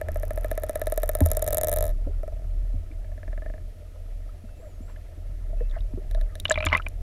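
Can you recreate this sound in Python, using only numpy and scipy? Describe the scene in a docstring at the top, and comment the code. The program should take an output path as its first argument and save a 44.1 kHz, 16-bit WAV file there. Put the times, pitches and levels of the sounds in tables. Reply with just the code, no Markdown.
"""Killer whales swim past a small camera in its watertight case, its microphone inside. At first a slow and a fast
sonar train close in, clicks snapping in the treble and ringing the case; then two short far trains pass.
Bubbles pop and knocks land on and off; past the middle two faint whistles glide far off. At the end stray
clicks come and the camera breaks the surface in a rattle of pops, slaps and crackle of swelling, dying sines.
Throughout, filtered noise drums low on the mount and washes the case, and the electronics whine and hiss."""
import sys
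import numpy as np
from scipy import signal
from scipy.fft import rfft, irfft
from scipy.io import wavfile
from scipy.ndimage import uniform_filter1d

SR = 44100
rng = np.random.default_rng(int(sys.argv[2]) if len(sys.argv) > 2 else 0)


def wav_record(signal):
    """Record a signal, one row per channel, as 16-bit PCM in the file named by sys.argv[1]."""
    frames = np.transpose(np.atleast_2d(signal))
    bounded = np.clip(frames, -1, 1)
    # unit amplitude maps onto the largest positive 16-bit level
    quanta = np.round(bounded * 32767).astype(np.int16)
    wavfile.write(sys.argv[1], SR, quanta)


N = 309566


def gain_of(db):
    """Decibels to gain."""
    return 10 ** (np.asarray(db) / 20)


def evened(x):
    """Scales to rms 1."""
    return x / np.sqrt(np.mean(x ** 2) + 1e-20)


def level_at(t, points):
    """Straight lines through the points (s, value)."""
    return np.interp(t, *np.transpose(points))


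def smooth_noise(size, span):
    """Slow random wander of rms 1, averaged over span samples."""
    return evened(uniform_filter1d(rng.standard_normal(size), span))


def add(mix, s, sound):
    """Mixes a sound in at s seconds."""
    part = mix[max(round(s * SR), 0):][:len(sound)]
    part += sound[:len(part)]


def ring(hz, t60, rise=0.00041, glide=0., size=4000):
    """A dying sine with a soft start; its pitch climbs by the share 2 * glide within t60."""
    t = np.arange(size) / SR
    swell = (1 - np.exp(-t / rise)) ** 2
    return swell * gain_of(-60 * t / t60) * np.sin(2 * np.pi * hz * t * (1 + glide * t / t60))


def swells(peaks, rise_db_per_s, fall_db_per_s):
    """Level in dB that climbs to each peak (s, dB) and sinks after it."""
    t = np.arange(N) / SR
    slopes = [db - np.where(t < s, rise_db_per_s * (s - t), fall_db_per_s * (t - s)) for s, db in peaks]
    return np.max(slopes, axis=0)


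# single stray clicks: start_s, snap_db (treble), case_db (ring of the case)
STRAY_CLICKS = [(6.112, -29, -39), (6.148, -32, -33), (6.2124, -29, -37.5), (6.3543, -25.5, -35.5),
                (6.4, -14, -63), (6.4492, -27, -43), (6.6519, -17, -31), (6.7717, -16.5, -37),
                (6.8849, -20.5, -51)]
# the four sonar trains, slow whale, fast whale that ends in a buzz, two short far ones: time_s, clicks_per_s
TRAIN_PACES = [
    [(0.0136, 13.98), (0.31, 13.28), (0.34, 15.15), (0.45, 13.92), (0.64, 17.89), (0.69, 15.86),
     (0.79, 16.61), (0.87, 19.56), (1.12, 16.08), (1.15, 18.6), (1.26, 18.04), (1.66, 19.53), (1.71, 23.46),
     (1.775, 22.83)],
    [(0.1179, 37.59), (0.27, 36.38), (0.49, 42.46), (1.02, 50.68), (1.19, 57.08), (1.31, 65.29),
     (1.34, 62.23), (1.37, 50.94), (1.39, 28.05), (1.42, 44.27), (1.51, 49.16), (1.53, 53.64),
     (1.61, 15.43), (1.63, 33.95), (1.71, 47.53), (1.77, 39.73), (1.8, 45.82), (1.86, 83.64), (1.88, 68.93),
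     (1.915, 131.11)],
    [(2.2325, 21.64), (2.335, 22.8), (2.45, 48)],
    [(3.0452, 12.3), (3.28, 22.04), (3.3, 18.62), (3.48, 26.43), (3.584, 23.75)],
]
# loudness of each train as the whale nears, aims and turns away: time_s, snap_db, case_db
TRAIN_LOUDNESS = [
    [(.01, -26, -19.5), (.25, -31.5, -20.5), (.5, -19.5, -17), (1.0, -10.5, -14.5), (1.4, -5.5, -17.5),
     (1.55, -4.5, -16), (1.72, -8.5, -16.5), (1.775, -15, -18.5)],
    [(.12, -28, -70), (.48, -34, -58), (.62, -33, -34.5), (1.05, -28, -37), (1.4, -22, -27.5),
     (1.56, -8.5, -18.5), (1.77, -10.5, -21.5), (1.83, -12, -18.5), (1.915, -37.5, -36)],
    [(2.23, -40, -23), (2.28, -38, -25), (2.33, -55, -35.5), (2.45, -56, -41)],
    [(3.04, -59, -41.5), (3.35, -53, -34), (3.47, -58, -33), (3.585, -62, -41)],
]
# extra ring of four case modes as clicks come from other sides: time_s, knock_db, brightest_db, lowest_db, main_db
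CASE_SIDES = [(0, 9, -2, -0.5, 2.5), (.7, 2, 8, -3.5, 1.5), (1.9, 0, 12.5, -6, 3.5),
              (2.2, -11, -15, -16, 1), (3.2, 14, -18, 7, 2.5), (6.1, 13.5, 28, 2, 2.5)]
# resonances of the treble snap: pitch_hz, width_hz, level_db, before each click's own shade
SNAP_RESONANCES = [(5960, 540, -21.5), (7050, 350, -17.5), (8180, 710, -12), (9780, 736, -4.5),
                   (10730, 850, -4.5), (11740, 1590, 9), (13860, 820, -5.5)]
OFF_AXIS, OFF_AXIS_HZ = 0.38, 6500  # dB gained by the snap below this pitch for each dB a click weakens
STRAY_TOP_DB = -9  # stray clicks are duller in the two highest resonances
SNAP_RISE_S, WALL_LAG_S, WALL_SHARE = 0.00016, 0.00043, 0.13


def sonar():
    """Each click is a double treble snap of slightly changing colour, and it rings the case."""
    out = np.zeros(N)
    rows = np.vstack([STRAY_CLICKS, *map(train, TRAIN_PACES, TRAIN_LOUDNESS)])
    snap_hz, width, peak_db = np.transpose(SNAP_RESONANCES)[..., None]
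    colours_db = 3 * rng.standard_normal((len(rows), len(snap_hz)))
    colours_db[:len(STRAY_CLICKS), -2:] += STRAY_TOP_DB
    drifts = .02 * rng.standard_normal((len(rows), len(snap_hz), 1))
    rings, hz = case(), np.array(CASE_MODES)[:, 0]
    when, knock_db, bright_db, low_db, main_db = np.transpose(CASE_SIDES)
    # each click shades the modes at random, all but the main one and its neighbour
    shades_db = 2 * rng.standard_normal((len(rows), len(hz))) * (abs(hz - hz[2]) > 100)
    off_axis = 1 - OFF_AXIS * (snap_hz[:, 0] < OFF_AXIS_HZ)
    for (s, snap_db, case_db), colour_db, drift, shade_db in zip(rows, colours_db, drifts, shades_db):
        snaps = gain_of(peak_db) * ring(snap_hz * (1 + drift), 2.284 / width, rise=SNAP_RISE_S, size=600)
        snap = gain_of(snap_db * off_axis + colour_db) @ snaps
        add(out, s + 0.00017, snap)
        add(out, s + 0.00016 + WALL_LAG_S, WALL_SHARE * snap)  # second path, through the case wall
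        add(out, s + .0016, .15 * snap)  # a later, weak repeat
        side_db = np.where(hz > 3e3, np.interp(s, when, bright_db), np.interp(s, when, knock_db) * (hz == hz[5]))
        side_db[[0, 2]] = np.interp(s, when, low_db), np.interp(s, when, main_db)
        add(out, s + 0.000067, gain_of(case_db + side_db + shade_db) @ rings)
    return out


def train(pace, loudness):
    """A click at each whole turn of the click rate: rows of start_s, snap_db, case_db."""
    (s, rate), (when, snap_db, case_db) = np.transpose(pace), np.transpose(loudness)
    t = np.arange(s[0], s[-1], 1 / SR)
    turns = np.cumsum(np.interp(t, s, rate)) / SR
    at = np.interp(np.arange(int(turns[-1]) + 1), turns, t)
    return np.transpose([at, np.interp(at, when, snap_db), np.interp(at, when, case_db)])


# modes of the case around the microphone: pitch_hz, swing (inward if negative), t60_s
CASE_MODES = [(300, 0.45, 0.017), (551, -1.825, 0.0074), (620, 0.91, 0.032), (803, 0.024, 0.026),
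              (1292, -0.092, 0.023), (1737, -0.161, 0.015), (2370, 0.025, 0.012), (3833, 0.0535, 0.0056)]
BUILD_CYCLES, BUILD_S = .03, .0001  # time constant of the build-up: cycles of the mode, plus seconds


def case():
    """The rings of the case modes, one a row; low modes take longer to build up."""
    return np.array([swing * ring(hz, t60, rise=BUILD_CYCLES / hz + BUILD_S, size=2200)
                     for hz, swing, t60 in CASE_MODES])


# single bubbles at the case: start_s, level_db, pitch_hz
BUBBLES = [(1.216, -25, 778), (2.075, -25, 526), (2.096, -30, 383), (2.915, -43, 2190), (4.292, -45, 1240),
           (4.49, -48, 1370), (4.6003, -36, 468), (4.898, -51, 1710), (5.698, -44, 3680),
           (5.712, -41, 3420), (5.787, -44, 2720), (4.881, -46, 1320), (4.9616, -39.5, 1660),
           (5.5313, -32, 614), (5.606, -39.5, 1760), (5.611, -20.5, 458), (5.7663, -27.5, 630),
           (5.807, -40.5, 3560), (5.978, -21, 355), (6.1499, -31, 615), (6.174, -32, 620), (6.4, -24, 3590),
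           (6.4542, -8, 2840), (6.4816, -29, 3530), (6.494, -24, 630), (6.4983, -11.5, 6860),
           (6.5165, -11, 7400), (6.5225, -16, 3700), (6.5424, -21, 3250), (6.5575, -16.5, 2260),
           (6.5868, -26, 3760), (6.6426, -16, 2430), (6.661, -16.5, 6870), (6.6651, -15, 3330),
           (6.687, -22, 2870), (6.7, -28, 2420), (6.7135, -33, 1200), (6.7433, -26, 3370),
           (6.799, -21, 1310), (6.821, -34.5, 2840), (6.8654, -18.5, 2310)]
CRACK_HZ, CRACK_DB_PER_OCTAVE = 1500, 4.5  # bubbles below this pitch crack and jolt less


def pops():
    """Small bubbles ring higher and shorter; each swells over a few cycles inside a broad crack of
    brief neighbours, beats unevenly, and jolts the case."""
    rows = BUBBLES + slap_pops()
    out, jolt = np.zeros(N), case().sum(0)
    chance = rng.uniform(-1.8, 1, (len(rows), 7, 2))
    beats, t = rng.random(len(rows)), np.arange(2500) / SR
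    for (s, db, hz), neighbours, pace in zip(rows, chance, beats):
        rasp = 1 + 0.35 * np.cos(2 * np.pi * 0.135 * (1 + pace) * hz * t)
        t60 = 0.018 * (hz / 2000) ** -.75
        soft_db = CRACK_DB_PER_OCTAVE * min(np.log2(hz / CRACK_HZ), 0)
        bubble = rasp * ring(hz, t60, rise=.65 / hz, glide=.14, size=2500)
        add(out, s - 1.2 / hz, gain_of(db) * bubble)
        add(out, s, gain_of(db - 34.0 + soft_db) * jolt)
        for detune, late in neighbours:
            brief = ring(hz * 1.956 ** detune, 0.53 * t60, rise=0.027 / hz, size=1200)
            lag_s = 1.9 * (1 + late) ** 2 / hz
            add(out, s + lag_s, gain_of(db - 17.5 + soft_db - 0.36 * late) * brief)
    return out


# slaps of water at the surface: start_s, level_db, pitch_hz, partner_db (lower pop), thump_db (main case mode)
WATER_SLAPS = [(6.509, -7, 1617, -37, -15), (6.5762, -15.5, 2160, -24, -22), (6.6054, -17, 2290, -32, -31),
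               (6.6264, -16.5, 2430, -25, -28), (6.6672, -11, 2154, -15.5, -34),
               (6.7204, -24, 2140, -20, -53.5), (6.7286, -4.5, 2070, -17, -32.5),
               (6.7366, -22, 1906, -12.5, -57), (6.75, -5.5, 1940, -13, -52), (6.7624, -20, 2195, -19, -47),
               (6.7772, -18, 2430, -38, -55)]
PARTNER_PITCH, PARTNER_LAG_S = 0.532, 0.00061  # the partner rings near half the pitch


def slap_pops():
    """Each slap as two pops, the second lower: rows of start_s, level_db, pitch_hz."""
    return [pop for s, db, hz, partner_db, _ in WATER_SLAPS
            for pop in [(s, db, hz), (s + PARTNER_LAG_S, partner_db, PARTNER_PITCH * hz)]]


def slap_thumps():
    """Each slap sets the main case mode ringing."""
    out = np.zeros(N)
    for s, *_, thump_db in WATER_SLAPS:
        add(out, s, gain_of(thump_db) * ring(CASE_MODES[2][0], 0.065, rise=0.00036))
    return out


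# bursts of crackle from tiny bubbles: peak_s, level_db
FIZZ_BURSTS = [(4.9, -59), (5.76, -54.5), (6.52, -40), (6.73, -33.5)]
FIZZ_RISE_DB_PER_S, FIZZ_FALL_DB_PER_S = 412, 351


def fizz():
    """Many tiny bursts of a few cycles each, of scattered size, at sixteen pitches."""
    out = np.zeros(N)
    for hz in np.geomspace(1000, 5500, num=16):
        struck = rng.random(N) < 30 / SR  # about 30 a second at each pitch
        size = gain_of(2.5 * np.minimum(rng.exponential(1, N), 4)) * struck
        burst = ring(hz, 12 / hz, rise=.4 / hz, size=800) * (hz / 2000) ** -.5
        out += signal.oaconvolve(size, burst)[:N]
    return gain_of(swells(FIZZ_BURSTS, FIZZ_RISE_DB_PER_S, FIZZ_FALL_DB_PER_S)) * evened(out)


# dull knocks on the mount: start_s, level_db, pitch_hz, boom_db (low boom above the knock)
MOUNT_KNOCKS = [(1.2133, -13, 275, 6.5), (2.068, -29, 282, -5), (2.741, -34, 248, 14),
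                (2.908, -40.5, 310, -9), (4.44, -35.5, 222, -33), (4.806, -37.5, 250, 1),
                (5.176, -44.5, 300, 10), (5.937, -28, 257, 4.5), (6.661, -26, 300, 6)]


def knocks():
    """A short thud, then the upper mount mode booms."""
    out = np.zeros(N)
    for s, db, hz, boom_db in MOUNT_KNOCKS:
        add(out, s, gain_of(db) * ring(hz, 0.067, rise=0.000074))
        add(out, s + 0.0023, gain_of(db + boom_db) * ring(MOUNT_MODES[1][0], 0.25, rise=0.0039))
    return out


# far whistles, one list each: time_s, pitch_hz, level_db
FAR_WHISTLES = [
    [(4.545, 7000, -73), (4.632, 7690, -69), (4.69, 7250, -70), (4.745, 6520, -72), (4.8, 6500, -73)],
    [(4.805, 6650, -66), (4.84, 7450, -67), (4.87, 7730, -70), (4.945, 7520, -66)],
]
# thin squeaks: start_s, length_s, start_hz, end_hz, start_db, end_db
THIN_SQUEAKS = [(.425, .05, 1380, 1250, -51, -53), (3.42, .03, 1760, 1860, -47, -64),
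                (3.461, .03, 1790, 1870, -46, -66), (4.45, .16, 2680, 2620, -71, -69),
                (4.62, .07, 680, 560, -45, -46), (5.565, .12, 2580, 2660, -66, -65),
                (5.73, .04, 1350, 1230, -60, -58), (6.32, .03, 1260, 1200, -54, -60)]
WAVER_HZ = 22  # rms unsteadiness of the pitch


def whistles():
    """Thin gliding tones of wavering pitch; the far whistles carry a faint octave."""
    out = np.zeros(N)
    squeaks = [[(s, hz, db), (s + length, end_hz, end_db)] for s, length, hz, end_hz, db, end_db in THIN_SQUEAKS]
    octaves = [.2] * len(FAR_WHISTLES) + [0] * len(squeaks)
    for rows, octave in zip(FAR_WHISTLES + squeaks, octaves):
        s, hz, db = np.transpose(rows)
        t = np.arange(s[0], s[-1], 1 / SR)
        pitch = np.interp(t, s, hz) + WAVER_HZ * smooth_noise(len(t), 300)
        turn = 2 * np.pi * np.cumsum(pitch) / SR
        tone = np.sin(turn) + octave * np.sin(2 * turn)
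        add(out, s[0], gain_of(np.interp(t, s, db)) * tone * signal.windows.tukey(len(t), .3))
    return out


# flow drumming on the mount, a list for the lower and one for the upper mode: time_s, level_db
DRUM_LEVELS = [
    [(0.0, -28.5), (0.52, -29), (0.76, -34), (1.01, -27.5), (1.3, -28.5), (1.71, -35), (1.83, -23.5),
     (2.31, -29.5), (2.76, -25.5), (2.92, -34), (3.52, -31), (3.83, -42), (3.98, -34), (4.66, -39.5),
     (5.14, -36), (5.79, -23.5), (6.0, -35), (6.19, -21.5), (6.48, -45.5), (6.67, -32)],
    [(0.0, -35), (1.01, -42.5), (1.15, -36), (1.71, -34), (2.31, -39), (3.9, -44.5), (5.14, -46.5),
     (6.19, -39.5), (6.67, -31.5), (7.01, -41.5)],
]
# the two modes of the mount: pitch_hz, width_hz (sets the filters' decay)
MOUNT_MODES = [(36, 10), (82, 14)]


def drum():
    """Turbulence drives the two mount modes; the drive is steady enough that the swing seldom dies out."""
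    t, out = np.arange(N) / SR, np.zeros(N)
    for (hz, width), level in zip(MOUNT_MODES, DRUM_LEVELS):
        r = np.exp(-np.pi * width / SR)
        swing = rng.standard_normal((N, 2)) @ [1, 1j]
        for _ in range(2):
            swing = signal.lfilter([1], [1, -r], swing)
        swing = swing / abs(swing) ** .45  # evens out strong and weak moments
        for _ in range(2):
            swing = signal.lfilter([1], [1, -r ** 3], swing)
        tone = (swing * np.exp(2j * np.pi * hz * t)).real
        out += gain_of(level_at(t, level)) * evened(tone)
    return out


# colour of the water wash through the case and of the hiss: pitch_hz, relative level_db (per Hz)
WASH_COLOUR = [(50, -10), (110, -18.5), (160, -29), (380, -33), (540, -33), (615, -25.5), (800, -42.5),
               (1100, -50.5), (1290, -42.5), (1530, -50), (1800, -45), (2300, -49.5), (9400, -59.5),
               (11000, -56), (13300, -64), (14500, -62), (15400, -72)]
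# level of the wash above 420 Hz: time_s, level_db
UPPER_WASH_LEVEL = [(0, -37), (1.7, -32), (1.95, -43), (3.7, -44.5), (7.02, -43)]
# level of the wash below 420 Hz: time_s, level_db
LOW_WASH_LEVEL = [(0, -39), (1.0, -46.5), (1.7, -33), (2.0, -42.5), (3.4, -43), (4.0, -46), (5.2, -44),
                  (7.02, -42.5)]
# blurred gurgles that lift the wash in the upper case modes: peak_s, lift_db
GURGLES = [(4.65, 7), (5.76, 9), (6.17, 6), (6.3, 7)]
GURGLE_DB_PER_S = 136  # rise and fall
LUMPS_DB, GURGLE_LUMPS = 2.6, .45  # rms unevenness of the wash, and its growth per dB of gurgle
HISS_DB = -66


def wash():
    """Water noise through the case, each band lumping on its own, over the even hiss of the electronics."""
    t, (f, db) = np.arange(N) / SR, np.transpose(WASH_COLOUR)
    low = 1 / (1 + (f / 2500) ** 4)  # share of water in the colour; the rest is hiss
    spectrum = rfft(coloured(np.transpose([f, db + 10 * np.log10(low)])))
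    hz, water = np.fft.rfftfreq(N, 1 / SR), np.zeros(N)
    gurgle_db = np.maximum(swells(GURGLES, GURGLE_DB_PER_S, GURGLE_DB_PER_S), 0)
    for lo, hi in [(0, 420), (420, 1000), (1000, 1530), (1530, 2200), (2200, SR)]:
        lumps = evened(uniform_filter1d(uniform_filter1d(rng.standard_normal(N), 700), 700))
        lift_db = (500 < lo < 2000) * gurgle_db  # the bands from 1000 to 2200 Hz
        level_db = level_at(t, UPPER_WASH_LEVEL if lo else LOW_WASH_LEVEL)
        uneven_db = (LUMPS_DB + GURGLE_LUMPS * lift_db) * lumps
        band = irfft(spectrum * (hz >= lo) * (hz < hi), N)
        water += band * gain_of(uneven_db + lift_db + level_db)
    hiss = coloured(np.transpose([f, db + 10 * np.log10(1 - low + 1e-9)]))
    return water + gain_of(HISS_DB) * hiss


def coloured(points):
    """Noise of rms 1 with the spectrum of the points (Hz, dB)."""
    f, db = np.transpose(points)
    hz = np.fft.rfftfreq(N, 1 / SR)
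    shape = gain_of(np.interp(np.log(hz + 1), np.log(f), db))
    return evened(irfft(rfft(rng.standard_normal(N)) * shape, N))


# whine of the electronics: multiple of the base pitch, level_db
WHINE_TONES = [(2, -81), (4, -76), (5, -81)]
WHINE_HZ, WHINE_WANDER_HZ = 2822, 10  # base pitch and its rms wander
BLINKS_PER_S, BLINK_S, BLINK_OFF = 9.9, 3.88, -.45  # rate, middle of one blink, cosine below which it is off
WHINE_PAUSE_S = (2.76, 3.68)


def whine():
    """Faint fuzzy tones that blink on and off, with one longer pause."""
    t = np.arange(N) / SR
    blink = np.cos(2 * np.pi * BLINKS_PER_S * (t - BLINK_S)) > BLINK_OFF
    outside_pause = (t < WHINE_PAUSE_S[0]) | (t > WHINE_PAUSE_S[1])
    turn = 2 * np.pi * np.cumsum(WHINE_HZ + WHINE_WANDER_HZ * smooth_noise(N, 200)) / SR
    tones = sum(gain_of(db) * np.sin(k * turn) for k, db in WHINE_TONES)
    return uniform_filter1d((blink & outside_pause) * 1., size=300) * tones


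MURK_DB, MURK_T60_S = -15, 0.017


def murk(sharp):
    """A short dull tail from the surface and the bodies around: smoothed, dying noise."""
    t = np.arange(4000) / SR
    tail = uniform_filter1d(rng.standard_normal(4000), size=6) * gain_of(-60 * t / MURK_T60_S) * (t > .002)
    return gain_of(MURK_DB) * signal.oaconvolve(sharp, tail / np.linalg.norm(tail))[:N]


def scene():
    """Clicks, pops, slaps and crackle get the murky tail; the other layers stay plain."""
    sharp = sonar() + pops() + slap_thumps() + fizz()
    return (sharp + murk(sharp) + knocks() + whistles() + drum() + wash() + whine())[None]


EDGE_HZ = 16300


def record(dry):
    """The band limit of the recorder, a steep low-pass."""
    return signal.oaconvolve(dry, signal.firwin(255, EDGE_HZ, window=("kaiser", 9), fs=SR)[None], "same")


dry = scene()
out = record(dry)
wav_record(out)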